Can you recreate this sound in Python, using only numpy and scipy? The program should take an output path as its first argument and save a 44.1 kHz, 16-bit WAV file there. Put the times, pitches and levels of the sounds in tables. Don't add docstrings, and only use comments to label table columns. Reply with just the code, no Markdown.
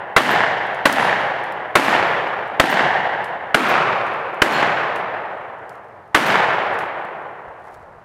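import sys
import numpy as np
from scipy import signal
from scipy.fft import rfft, irfft
from scipy.io import wavfile
from scipy.ndimage import uniform_filter1d

SR = 44100
rng = np.random.default_rng(int(sys.argv[2]) if len(sys.argv) > 2 else 0)


def int16_out(signal):
    q = np.round(np.clip(np.atleast_2d(signal).T, -1, 1) * 32767)
    wavfile.write(sys.argv[1], SR, q.astype(np.int16))


N = 354784
ROLL_SAMPLES = 5 * SR // 2

# (time [s], aim to the right [deg], blast [dB], pressure thump [dB], ground clatter [dB],
#  near trunks [dB], far forest [dB], muzzle ripple [dB], top treble [dB])
SHOTS = [(-0.84, -50, 0, -12, -12, 0, -1.0, 4.2, -6), (0.1626, -60, 0.3, -17, -9.5, 0.2, -0.2, 4.7, 0),
         (0.8536, -45, -1.0, -17, -14, -1.8, -1, 3.5, 1), (1.7530, -20, -1, -19, -13, 0.4, 0, 0.5, 0.7),
         (2.5966, -10, -0.6, -6, -17, -0.4, 0.1, 5.8, -1.5),
         (3.5434, 20, -0.8, -12.5, -23, -2.1, 0.2, -3.3, -1),
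         (4.4175, 35, -0.2, -10.5, -21, -2.2, -0.2, 0.4, -1.5),
         (6.1450, 55, -2.2, -15, -11, 1.1, 1.0, 0.2, 0.3)]
# (frequency [Hz], level [dB], decay [dB/s])
FOREST_BANDS = [(45, -104, 12), (85, -69.5, 13), (135, -58, 16), (195, -56, 17), (275, -61, 18),
                (340, -50.5, 17.3), (520, -45.8, 16.3), (780, -41.3, 17.5), (1250, -45, 19.5),
                (1800, -44.5, 22.6), (3000, -54, 29), (4500, -64.5, 39), (6500, -71, 52), (11000, -79, 75),
                (16000, -88, 105)]
# (frequency [Hz], level [dB])
AIR_SPECTRUM = [(25, -106), (50, -93), (75, -79), (130, -77), (280, -87), (700, -79), (1500, -87),
                (3000, -103), (6000, -114), (12000, -120), (16000, -130)]
TICK_SPECTRUM = [(300, -20), (1500, -4), (4000, 1.5), (7000, -1), (11000, -0.5), (16000, -13)]
BLAST_SPECTRUM = [(20, -44), (40, -30), (130, -12), (270, -8.5), (430, -5), (600, -2.5), (850, -5.5),
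                  (1300, 1), (1900, -4), (3000, -11.5), (5500, -27), (12000, -37), (16000, -47)]
CRACK_SPECTRUM = [(300, -25), (1500, -2), (2800, 0), (5500, -7), (12000, -11.5), (16000, -24)]
NEAR_TRUNK_SPECTRUM = [(40, -94), (80, -77), (140, -61), (230, -58), (500, -57), (850, -54), (1900, -56.5),
                       (3000, -63), (5500, -74.5), (12000, -81), (16000, -94)]
SLAP_SPECTRUM = [(25, -52), (60, -31), (200, -7), (450, -4.5), (700, -1), (860, 4), (1150, -4), (1700, -2),
                 (2200, -8), (3000, -17), (6000, -42), (15000, -70)]
# (echo delay [s], on-aim level [dB], bearing [deg])
BIG_TRUNKS = [(0.0155, -7, -50), (0.029, -11, 80), (0.0435, -10.3, -40), (0.130, -9, -38),
              (0.144, -12, -65), (0.157, -12, 75), (0.1755, -12, -25), (0.1975, -7.8, -10),
              (0.211, -6.5, 40), (0.243, -8.5, -80), (0.259, -11, 65), (0.274, -8.5, -60)]
# (time [s], click [dB], swish [dB], delay until the open end faces the microphone [s],
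#  modes as (frequency [Hz], level [dB], t60 [s]))
EJECTIONS = [(0.3075, -26, -42, 0, []), (0.9259, -15, -50, 0.125, [(9695, -46.5, 0.75),
             (10729, -43.5, 0.75), (13980, -51.5, 0.75)]), (1.8358, -24, -48, 0.06, [(7197, -52, 1.2),
             (11536, -53, 1.1)]), (2.6994, -23, -41, 0, []), (3.685, -34, -43, 0, []),
             (4.5222, -27, -48, 0.05, [(4274, -34, 0.55), (7160, -49, 0.95), (14309, -59, 0.85)]),
             (6.2653, -24, -42, 0.09, [(11620, -56, 1.0)])]
# (time [s], level [dB])
LANDINGS = [(0.7458, -36), (1.4377, -37), (2.4774, -46), (3.2436, -31), (4.0653, -39), (4.9592, -31),
            (6.7891, -29)]
# (time [s], level [dB])
CLICKS = [(0.6675, -44), (1.522, -35), (2.2798, -45), (4.1376, -42), (4.3446, -43), (5.6941, -36),
          (5.7544, -47), (6.7417, -40), (7.05, -44), (7.7439, -46)]
# (centre [s], half width [s], level [dB])
LEAF_RUSTLES = [(4.17, 0.17, -69), (5.73, 0.05, -69), (6.83, 0.04, -63), (7.73, 0.1, -66)]
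# (centre [s], half width [s], level [dB])
MIC_BUMPS = [(7.48, 0.018, -50), (7.79, 0.045, -51), (7.94, 0.07, -54)]


def from_db(db):
    return 10 ** (np.asarray(db) / 20)


def add(out, time_s, sound):
    at = round(time_s * SR)
    part = sound[max(-at, 0):N - at]
    out[max(at, 0):max(at, 0) + len(part)] += part


def white(shape):
    return rng.standard_normal(shape) * np.sqrt(SR / 2)


def colour(x, spectrum, size=4096):
    hz, db = np.transpose(spectrum)
    grid_hz = np.maximum(np.arange(size // 2 + 1) * SR / size, 1)
    gain = from_db(np.interp(np.log(grid_hz), np.log(hz), db))
    cepstrum = irfft(np.log(gain))
    cepstrum[1:size // 2] *= 2
    cepstrum[size // 2 + 1:] = 0
    return signal.fftconvolve(x, irfft(np.exp(rfft(cepstrum))))[:len(x)]


def bell(x, hz, gain_db, q):
    a, w = from_db(gain_db / 2), 2 * np.pi * hz / SR
    k, c = np.sin(w) / (2 * q), -2 * np.cos(w)
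    return signal.lfilter([1 + k * a, c, 1 - k * a], [1 + k / a, c, 1 - k / a], x)


def with_energy(x, duration_s):
    return x * np.sqrt(duration_s * SR / np.sum(x ** 2))


def burst(size, attack_s, hold_s, decay_db_per_s, delay_s=0):
    t = np.arange(size) / SR - delay_s
    return np.clip(t / attack_s, 0, 1) * from_db(-decay_db_per_s * np.maximum(t - attack_s - hold_s, 0))


def swells(rows):
    t = np.arange(N) / SR
    return sum(from_db(db) * np.exp(-((t - centre_s) / half_s) ** 2) for centre_s, half_s, db in rows)


def wood_edge(t, clearing_db, edge_s=0.135, width_s=0.028):
    return from_db(clearing_db * (1 - np.tanh((t - edge_s) / (2 * width_s))) / 2)


def far_forest(count, attack_s=0.025, patchy_db=1.0, size=1024,
               boom_start_hz=360, boom_end_hz=125, boom_glide_s=0.13, boom_octaves=0.38):
    hz, t, noise = signal.stft(white((count, ROLL_SAMPLES)).astype(np.float32), SR, nperseg=size)
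    hz = np.maximum(hz, 1)[:, None]
    band_hz, *columns = np.transpose(FOREST_BANDS)
    level_db, decay_db_per_s = (np.interp(np.log(hz), np.log(band_hz), column) for column in columns)
    roll = from_db(level_db - decay_db_per_s * t) * np.minimum(t / attack_s, 1)
    roll *= wood_edge(t, clearing_db=-10.5)
    boom_hz = boom_end_hz + (boom_start_hz - boom_end_hz) * np.exp(-t / boom_glide_s)
    boom = from_db(-46.8 - 34 * t) / (1 + (np.log2(hz / boom_hz) / boom_octaves) ** 4)
    _, out = signal.istft(noise * np.hypot(roll, boom).astype(np.float32), SR, nperseg=size)
    out = signal.sosfilt(signal.butter(2, 55, "high", fs=SR, output="sos"), out[:, :ROLL_SAMPLES])
    stands = uniform_filter1d(rng.standard_normal(out.shape), size=500)
    return out * from_db(patchy_db * stands / stands.std())


def background(rumble_band_hz=(30, 110), rumble_db=-76):
    rumble = signal.sosfilt(signal.butter(2, rumble_band_hz, "band", fs=SR, output="sos"), white(N))
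    air = colour(white(N), AIR_SPECTRUM)
    return air + rumble / rumble.std() * (from_db(rumble_db) + swells(MIC_BUMPS))


def leaves_and_twigs(crackles_per_s=900, spread_db=3.5, standing_db=-83, twigs_per_s=4.0, twig_db=-56):
    grains = (rng.random(N) < crackles_per_s / SR) * rng.choice([-1, 1], N)
    grains = grains * from_db(spread_db * np.minimum(rng.exponential(1, N), 5))
    rustle = bell(colour(grains, TICK_SPECTRUM), hz=12000, gain_db=-5, q=0.7)
    out = rustle / rustle.std() * (from_db(standing_db) + swells(LEAF_RUSTLES))
    twigs = [(at / SR, twig_db) for at in np.flatnonzero(rng.random(N) < twigs_per_s / SR)]
    for time_s, db in CLICKS + twigs:
        add(out, time_s, tick(db, rustle_db=-21))
    return out


def tick(db, rustle_db, tick_s=0.0018, rustle_s=0.03):
    t = np.arange(SR // 6) / SR
    contact = white(len(t)) * (np.exp(-t / tick_s) + from_db(rustle_db) * np.exp(-t / rustle_s))
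    return from_db(db) * with_energy(colour(contact, TICK_SPECTRUM), 0.0003)


def blast(blast_db, thump_db, clatter_db, push_s=0.0025, crack_db=-14.7, sizzle_db=-22.5):
    size = SR // 8
    age = np.maximum(np.arange(size) / SR - 0.002, 0) / push_s
    thump = (1 - age) * np.exp(-age) * (age > 0)
    bang = white(size) * burst(size, attack_s=0.0022, hold_s=0.0048, decay_db_per_s=3600)
    crack = white(size) * burst(size, attack_s=0.0011, hold_s=0.0009, decay_db_per_s=4000, delay_s=0.0023)
    clatter = white(size) * burst(size, attack_s=0.004, hold_s=0.011, decay_db_per_s=740, delay_s=0.004)
    sizzle = white(size) * burst(size, attack_s=0.003, hold_s=0.002, decay_db_per_s=420, delay_s=0.005)
    bang = with_energy(colour(bang, BLAST_SPECTRUM), 0.0036)
    clatter = with_energy(colour(clatter, BLAST_SPECTRUM), 0.014)
    crack, sizzle = (with_energy(colour(x, CRACK_SPECTRUM), 0.0036) for x in (crack, sizzle))
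    muzzle = from_db(blast_db) * (bang + from_db(crack_db) * crack) - from_db(thump_db) * thump
    return muzzle + from_db(clatter_db) * clatter + from_db(sizzle_db) * sizzle


def near_trunks(echoes_per_s=1600, spread_db=3.5, dull_hz=6000, dull_after_s=0.17, trim_db=0.1):
    t = np.arange(SR) / SR
    hits = (rng.random(SR) < echoes_per_s / SR) * rng.choice([-1, 1], SR)
    hits = hits * from_db(spread_db * np.clip(rng.standard_normal(SR), -2, 1))
    envelope = from_db(trim_db) * burst(SR, attack_s=0.016, hold_s=0.177, decay_db_per_s=112)
    envelope *= wood_edge(t, clearing_db=-2.5)
    echoes = colour(hits / hits.std() * np.sqrt(SR / 2) * envelope, NEAR_TRUNK_SPECTRUM)
    dull = signal.sosfiltfilt(signal.butter(2, dull_hz, fs=SR, output="sos"), echoes)
    return dull + (echoes - dull) * np.exp(-(t / dull_after_s) ** 2)


def muzzle_ripple(x, ripple_db):
    for hz, share, q in [(420, -0.45, 2.0), (830, 0.4, 2.5), (1240, -1.1, 3.0),
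                         (1750, 0.7, 3.0), (2480, -0.9, 5.0), (2900, 0.45, 5.0)]:
        x = bell(x, hz, share * ripple_db, q)
    return x


def gunfire(treble_hz=11000):
    out = np.zeros(N)
    for row, roll in zip(SHOTS, far_forest(len(SHOTS))):
        time_s, _, blast_db, thump_db, clatter_db, near_db, far_db, ripple_db, treble_db = row
        echoes = from_db(far_db) * roll
        add(echoes, 0, from_db(near_db) * near_trunks())
        shot = muzzle_ripple(echoes, ripple_db)
        add(shot, 0, blast(blast_db, thump_db, clatter_db))
        add(out, time_s, bell(shot, treble_hz, treble_db, q=0.6))
    return out


def trunk_slaps(smear_s=0.002, bark_db=-12, right_angle_loss_db=16):
    out, t = np.zeros(N), np.arange(SR // 40) / SR
    for time_s, aim_deg, _, _, _, near_db, *_ in SHOTS:
        for delay_s, db, bearing_deg in BIG_TRUNKS:
            smear = from_db(bark_db) * rng.standard_normal(len(t)) * np.exp(-(t / smear_s) ** 2)
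            slap = with_energy(colour((t == 0) + smear, SLAP_SPECTRUM), 0.0025)
            off_aim_db = right_angle_loss_db * (1 - np.cos(np.radians(aim_deg - bearing_deg)))
            add(out, time_s + delay_s, from_db(db + near_db - off_aim_db) * slap)
    return out


def spent_cases(spin_hz=5.3, spin_depth=0.7, emerge_s=0.02, swish_band_hz=(11500, 15000)):
    out, t = np.zeros(N), np.arange(SR // 2) / SR
    swish_filter = signal.butter(2, swish_band_hz, "band", fs=SR, output="sos")
    swish_envelope = burst(len(t), attack_s=0.002, hold_s=0.01, decay_db_per_s=550)
    for time_s, click_db, swish_db, facing_s, modes in EJECTIONS:
        swish = signal.sosfilt(swish_filter, rng.standard_normal(len(t)))
        add(out, time_s, from_db(swish_db) * swish / swish.std() * swish_envelope)
        add(out, time_s, tick(click_db, rustle_db=-22))
        tumble = 1 + spin_depth * np.cos(2 * np.pi * spin_hz * (t - facing_s))
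        tumble *= np.minimum(t / emerge_s, 1)
        for hz, mode_db, t60_s in modes:
            add(out, time_s, from_db(mode_db - 60 * t / t60_s) * tumble * np.sin(2 * np.pi * hz * t))
    for time_s, db in LANDINGS:
        add(out, time_s, bell(tick(db, rustle_db=-13), hz=4500, gain_db=2.5, q=1.0))
    return out


def scene():
    return (gunfire() + trunk_slaps() + spent_cases() + background() + leaves_and_twigs())[None]


def record(dry, knee=5.0, cutoff_hz=16000):
    clipped = dry / (1 + np.abs(dry) ** knee) ** (1 / knee)
    return signal.sosfilt(signal.ellip(10, 0.1, 70, cutoff_hz, fs=SR, output="sos"), clipped)


dry = scene()
out = record(dry)
int16_out(out)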